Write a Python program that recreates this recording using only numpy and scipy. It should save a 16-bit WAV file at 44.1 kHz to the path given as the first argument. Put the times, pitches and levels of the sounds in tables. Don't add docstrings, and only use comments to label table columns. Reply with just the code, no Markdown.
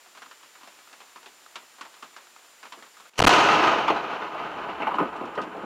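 import sys
import numpy as np
from scipy import signal
from scipy.fft import rfft, irfft, next_fast_len
from scipy.io import wavfile
from scipy.ndimage import uniform_filter1d, map_coordinates

SR = 44100
rng = np.random.default_rng(int(sys.argv[2]) if len(sys.argv) > 2 else 0)


def unload_audio(sound):
    columns = np.transpose(np.atleast_2d(sound))
    steps = np.round(np.clip(columns, -1, 1) * 32767)
    wavfile.write(sys.argv[1], SR, steps.astype(np.int16))


def boost_factor(decibels):
    exponent = np.asarray(decibels, float) / 20
    return 10 ** exponent


N = 249473

# (frequency [Hz], density [dB per Hz])
DROP_SPECTRUM = [(59, -67), (100, -35), (283, -7.5), (560, -10.5), (1060, -3), (1940, -7.5), (2620, -5.5),
                 (3330, -7), (7270, -17.5), (12000, -34), (15600, -66), (22000, -120)]
# (frequency [Hz], density [dB per Hz])
SHELL_SPECTRUM = [(59, -41), (110, -14.5), (200, -8), (340, -2.5), (580, -3), (950, -1), (1450, -3),
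                  (1750, -8.5), (3030, -13), (3350, -15), (4300, -15.5), (4900, -20), (6500, -21),
                  (7500, -31), (15800, -59)]
STRIKE_S = 3.194


def unit(x):
    return x / np.sqrt(np.mean(x ** 2) + 1e-20)


def along(points, hz):
    f, v = np.transpose(points)
    return np.interp(np.log(hz + 1), np.log(f + 1), v)


def wobble(rate):
    knots = rng.standard_normal(int(N * rate / SR) + 4)
    return map_coordinates(knots, [np.arange(N) * rate / SR])


def filtered(x, gain):
    m = next_fast_len(N + 8192)
    return unit(irfft(rfft(x, m) * gain(np.fft.rfftfreq(m, 1 / SR)), m)[:N])


def coloured(x, spectrum):
    return filtered(x, lambda hz: boost_factor(along(spectrum, hz)))


def scattered(per_s, spread_db, t60):
    hit, size = rng.random((2, N))
    power = (hit < per_s / SR) * boost_factor(-2 * spread_db * np.log(size + 0.027))
    fall = boost_factor(-120 * np.arange(SR // 4) / SR / t60)
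    envelope = np.sqrt(np.abs(signal.fftconvolve(power, fall)[:N]))
    return unit(envelope * rng.standard_normal(N))


def knocks(events, spectrum, rise_s, mottle_db):
    # (frequency [Hz], t60 [s])
    cabin_t60 = [(150, 0.38), (1000, 0.15), (2700, 0.16), (6000, 0.11), (12000, 0.057)]
    out, length = np.zeros(N + SR), SR // 5
    noise = rng.standard_normal((len(events), length))
    hz, t, z = signal.stft(noise, SR, nperseg=256, noverlap=192)
    mottle = rng.standard_normal((len(events), len(hz)))
    rise = 1 - np.exp(-np.arange(length) / (rise_s * SR))
    t60 = along(cabin_t60, hz)[:, None]
    for k, (s, db, low_db, high_db, ring, panel_hz) in enumerate(events):
        tilt = along([(60, low_db + 20.5), (330, low_db), (750, 0), (1500, 0.0043), (3200, high_db)], hz)
        colour = boost_factor(along(spectrum, hz) + tilt + mottle_db * mottle[k])
        colour = colour * (1 + 1.15 / (1 + ((hz - panel_hz) / 170) ** 2))
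        decay = boost_factor(-60 * t / (max(ring, .2) * t60))
        burst = signal.istft(z[k] * colour[:, None] * decay, SR, nperseg=256, noverlap=192)[1][:length]
        burst = rise * burst
        out[round(s * SR):][:length] += boost_factor(db) * burst / np.abs(burst).max()
    return signal.sosfilt(signal.butter(4, 190, "high", fs=SR, output="sos"), out[:N])


def rain():
    # (frequency [Hz], density [dB per Hz])
    hiss_spectrum = [(15, -45), (30, -24), (60, -19), (100, -23), (170, -18), (342, -6.5), (980, -1),
                     (1320, -0.5), (2900, -4), (4500, -6), (6700, -7.5), (7800, -9.5), (14600, -16),
                     (15800, -18)]
    steady = coloured(rng.standard_normal(N), hiss_spectrum)
    patter = coloured(scattered(per_s=60, spread_db=2.5, t60=.12), DROP_SPECTRUM)
    return near_drops() + boost_factor(-65.5) * patter + boost_factor(-54.98 + 0.13 * wobble(6.0)) * steady


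def near_drops():
    # (time [s], peak [dB], panel [Hz])
    heavy_drops = [(0.149, -40, 1460), (0.173, -37, 1320), (0.219, -35, 1490), (0.311, -35, 1630),
                   (0.428, -38, 1360), (0.632, -36, 990), (0.674, -37.5, 773), (0.928, -38, 1490),
                   (1.003, -36.5, 1120), (1.159, -35, 1180), (1.259, -34, 830), (1.556, -25.5, 1150),
                   (1.784, -37, 1150), (1.81, -27.5, 1220), (1.85, -36.5, 800), (2.025, -29, 1180),
                   (2.04, -38, 1070), (2.163, -29.5, 1480), (2.188, -44.5, 1080), (2.629, -34, 1284),
                   (2.653, -33.5, 1170), (2.722, -29, 1070), (2.788, -41, 829), (2.824, -35, 1290),
                   (2.968, -40.5, 1290), (2.999, -39.5, 1290), (3.054, -40.5, 1480)]
    # (time [s], peak [dB])
    light_drops = [(0.06, -45), (0.259, -41.5), (0.553, -41.5), (0.61, -43), (0.788, -44), (1.229, -42),
                   (1.619, -47), (1.738, -52), (1.939, -39), (1.964, -46), (2.221, -47), (2.861, -41.5)]
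    # (time [s], peak [dB])
    glass_taps = [(0.873, -43), (1.462, -37), (2.27, -42.5), (2.362, -37.5), (2.446, -42.5)]
    # (time [s], treble peak [dB])
    late_drops = [(4.6925, -65), (4.952, -49), (5.1616, -49), (5.254, -50), (5.3523, -48), (5.4158, -42.5),
                  (5.434, -50), (5.5653, -52)]
    # (time [s], peak [dB], panel [Hz])
    roof_thuds = [(2.029, -45, 310), (2.771, -43, 650)]
    sized = heavy_drops + [(s, db, 1150) for s, db in light_drops]
    vary_db = 1.5 * rng.standard_normal((len(sized), 2))
    early = []
    for (s, db, panel_hz), (low_vary, high_vary) in zip(sized, vary_db):
        knock_db = -4.5 - .3 * (db + 35) + low_vary
        splash_db = -3 + 0.13 * (db + 31.5) + high_vary
        early.append((s, db, knock_db, splash_db, 0.86, panel_hz))
    taps = [(s, db, -8, -3, 0.23, 1280) for s, db in glass_taps]
    late = [(s, db + 16.5, -6, 6, .8, 2700) for s, db in late_drops]
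    thuds = [(s, db, 8, -14, .8, panel_hz) for s, db, panel_hz in roof_thuds]
    return knocks(early + taps + late + thuds, DROP_SPECTRUM, rise_s=0.0004, mottle_db=1.5)


def whine():
    return boost_factor(-61.5 + 0.38 * wobble(12)) * np.sin(2 * np.pi * 7155 * np.arange(N) / SR)


def leader():
    # (time [s], peak [dB])
    crackles = [(3.135, -35), (3.143, -68), (3.156, -34), (3.168, -35), (3.172, -48)]
    steps = [(s, db - 9, -3, 9, .5, 2700) for s, db in crackles]
    return knocks(steps, SHELL_SPECTRUM, rise_s=.0004, mottle_db=1.5)


def thunder_level():
    # (time [s], level [dB])
    clap = [(3.15, -70), (3.176, -53), (3.182, -28.5), (3.19, -28), (3.194, -10), (3.28, -4.5)]
    # (time [s], level [dB])
    roll = [(3.299, -13.5), (3.5, -17), (3.622, -18), (3.838, -24.5), (3.996, -28), (4.15, -32),
            (4.376, -34), (4.6, -32.5), (5.657, -37.5)]
    s, db = np.transpose(clap + roll)
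    return np.interp(np.arange(N) / SR, s, db)


def thunder(level_db):
    train = scattered(per_s=400, spread_db=0.5, t60=0.22)
    roll = boost_factor(level_db + 0.61 * wobble(24.97)) * coloured(train, SHELL_SPECTRUM)
    hz, t, z = signal.stft(roll + peals(), SR, nperseg=256)
    treble_db = 5 - 6 * np.log2(1 + np.maximum(t - STRIKE_S, 0) / 0.24)
    treble_db = treble_db + np.select([t < STRIKE_S, t < 3.29], [5.5, -3.5])
    slope = np.clip((hz[:, None] - 1200) / 3800, 0, 2.4) ** 0.88
    dulled = signal.istft(z * boost_factor(treble_db * slope), SR, nperseg=256)[1][:N]
    return causal(dulled, lambda hz: resonances(hz, depth=0.55)) * np.std(dulled)


def peals():
    # (time [s], peak [dB], panel [Hz])
    shocks = [(3.486, -7.5, 1230), (3.633, -9, 905), (3.879, -11, 1000), (3.899, -10, 428),
              (3.962, -18, 1280), (4.218, -23, 1250), (4.264, -28.5, 1310), (4.344, -26.5, 1210),
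              (4.377, -24.5, 1290), (4.392, -25, 1010), (4.444, -35, 1250), (4.579, -36, 700),
              (4.8, -19, 815), (4.819, -16.5, 1380), (4.868, -16.5, 1020), (4.911, -19.5, 1240),
              (4.94, -17, 950), (4.984, -13, 1210), (5.001, -12.5, 417), (5.024, -21, 656),
              (5.125, -27, 1260), (5.151, -26, 885), (5.209, -20.5, 312), (5.234, -24.5, 760),
              (5.376, -16, 636), (5.42, -25, 296), (5.469, -28.5, 474), (5.548, -26, 538),
              (5.576, -27.5, 363), (5.633, -24, 312)]
    s, db, panel_hz = np.transpose(shocks)
    octaves_down = np.log2(1250 / panel_hz)
    far = s > 4.7
    low_db = np.minimum(-17 + 13.5 * octaves_down + 13.5 * far, 5.5)
    high_db = 3 - 2.5 * octaves_down - 5 * far
    ring = 0.96 - 0.14 * octaves_down
    blows = np.transpose([s, db + 1.0, low_db, high_db, ring, panel_hz])
    return knocks(blows, SHELL_SPECTRUM, rise_s=0.0014, mottle_db=5.0)


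def resonances(hz, depth):
    # (frequency [Hz], width [Hz], level [dB])
    modes = [(316, 23, 3), (424.5, 26, 1), (683, 53, 0.5), (856, 110, 2), (1006, 50, 3), (1249, 52, 9.5),
             (1490, 19, 8), (2720, 600, 8), (3050, 120, 5.5)]
    return 1 + depth * sum(boost_factor(db) / (1 + (2 * (hz - centre) / width) ** 2) for centre, width, db in modes)


def causal(x, gain):
    m = 2 * next_fast_len(N // 2 + 4096)
    cepstrum = irfft(np.log(gain(np.fft.rfftfreq(m, 1 / SR))), m)
    cepstrum[1:m // 2] *= 2
    cepstrum[m // 2 + 1:] = 0
    return unit(irfft(rfft(x, m) * np.exp(rfft(cepstrum)), m)[:N])


def rumble(level_db):
    # (frequency [Hz], density [dB per Hz])
    boom_spectrum = [(8.8, -46.5), (15, -23), (43, -16), (75, -8.5), (108, -31), (200, -12.5), (260, -25),
                     (440, -120)]
    far_db = 9.5 * np.maximum(np.arange(N) / SR - 4.1, 0)
    boom = coloured(rng.standard_normal(N), boom_spectrum)
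    return boost_factor(level_db - 37.5 + far_db + 3.3 * wobble(4.32)) * boom


def scene():
    gain = boost_factor(-9.5 * (np.arange(N) / SR > 3.097))
    level_db = thunder_level()
    mono = gain * (rain() + whine()) + leader() + thunder(level_db) + rumble(level_db)
    return np.array([mono, mono])


def top_cut(x):
    return signal.sosfilt(signal.butter(12, 16620, fs=SR, output="sos"), x)


def record(dry):
    # (start [s], end [s], rail [-1..1], leak [dB])
    pinned = [(3.1939, 3.2007, -.8, -36), (3.2029, 3.2041, -.8, -20), (3.2063, 3.2188, 1, -46),
              (3.2190, 3.2208, -.4, -34), (3.2222, 3.2237, 1, -20), (3.2270, 3.2386, -.8, -56),
              (3.2391, 3.2423, .4, -30), (3.2452, 3.2468, -.3, -24), (3.2484, 3.2507, -.9, -28),
              (3.2521, 3.2654, .7, -80), (3.2659, 3.2694, -1, -22), (3.2840, 3.2917, -.2, -26)]
    top, hardness, t = .37, 4, np.arange(N) / SR
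    x = dry / (1 + np.abs(dry / top) ** hardness) ** (1 / hardness)
    fizz = [filtered(rng.standard_normal(N), lambda hz: np.clip(hz / 7000, 0, 1) ** 3) for channel in x]
    loudness = uniform_filter1d(np.abs(x[0]), size=1024)
    x = x + boost_factor(-36.5) * np.array(fizz) * loudness
    leak_db, rails = np.zeros((2, N))
    for start, end, rail, db in pinned:
        span = slice(round(start * SR), round(end * SR))
        since = t[span] - start
        leak_db[span] = db
        sag = np.exp(-since / .0005) - .9 * np.exp(-since / .00015) - .1 * np.exp(-since / .0012)
        rails[span] = 2.1 * rail * top * sag
    x = x * uniform_filter1d(boost_factor(leak_db), size=11) + rails
    x = signal.sosfiltfilt(signal.butter(12, 15800, fs=SR, output="sos"), x)
    return top_cut(x)


dry = scene()
out = record(dry)
unload_audio(out)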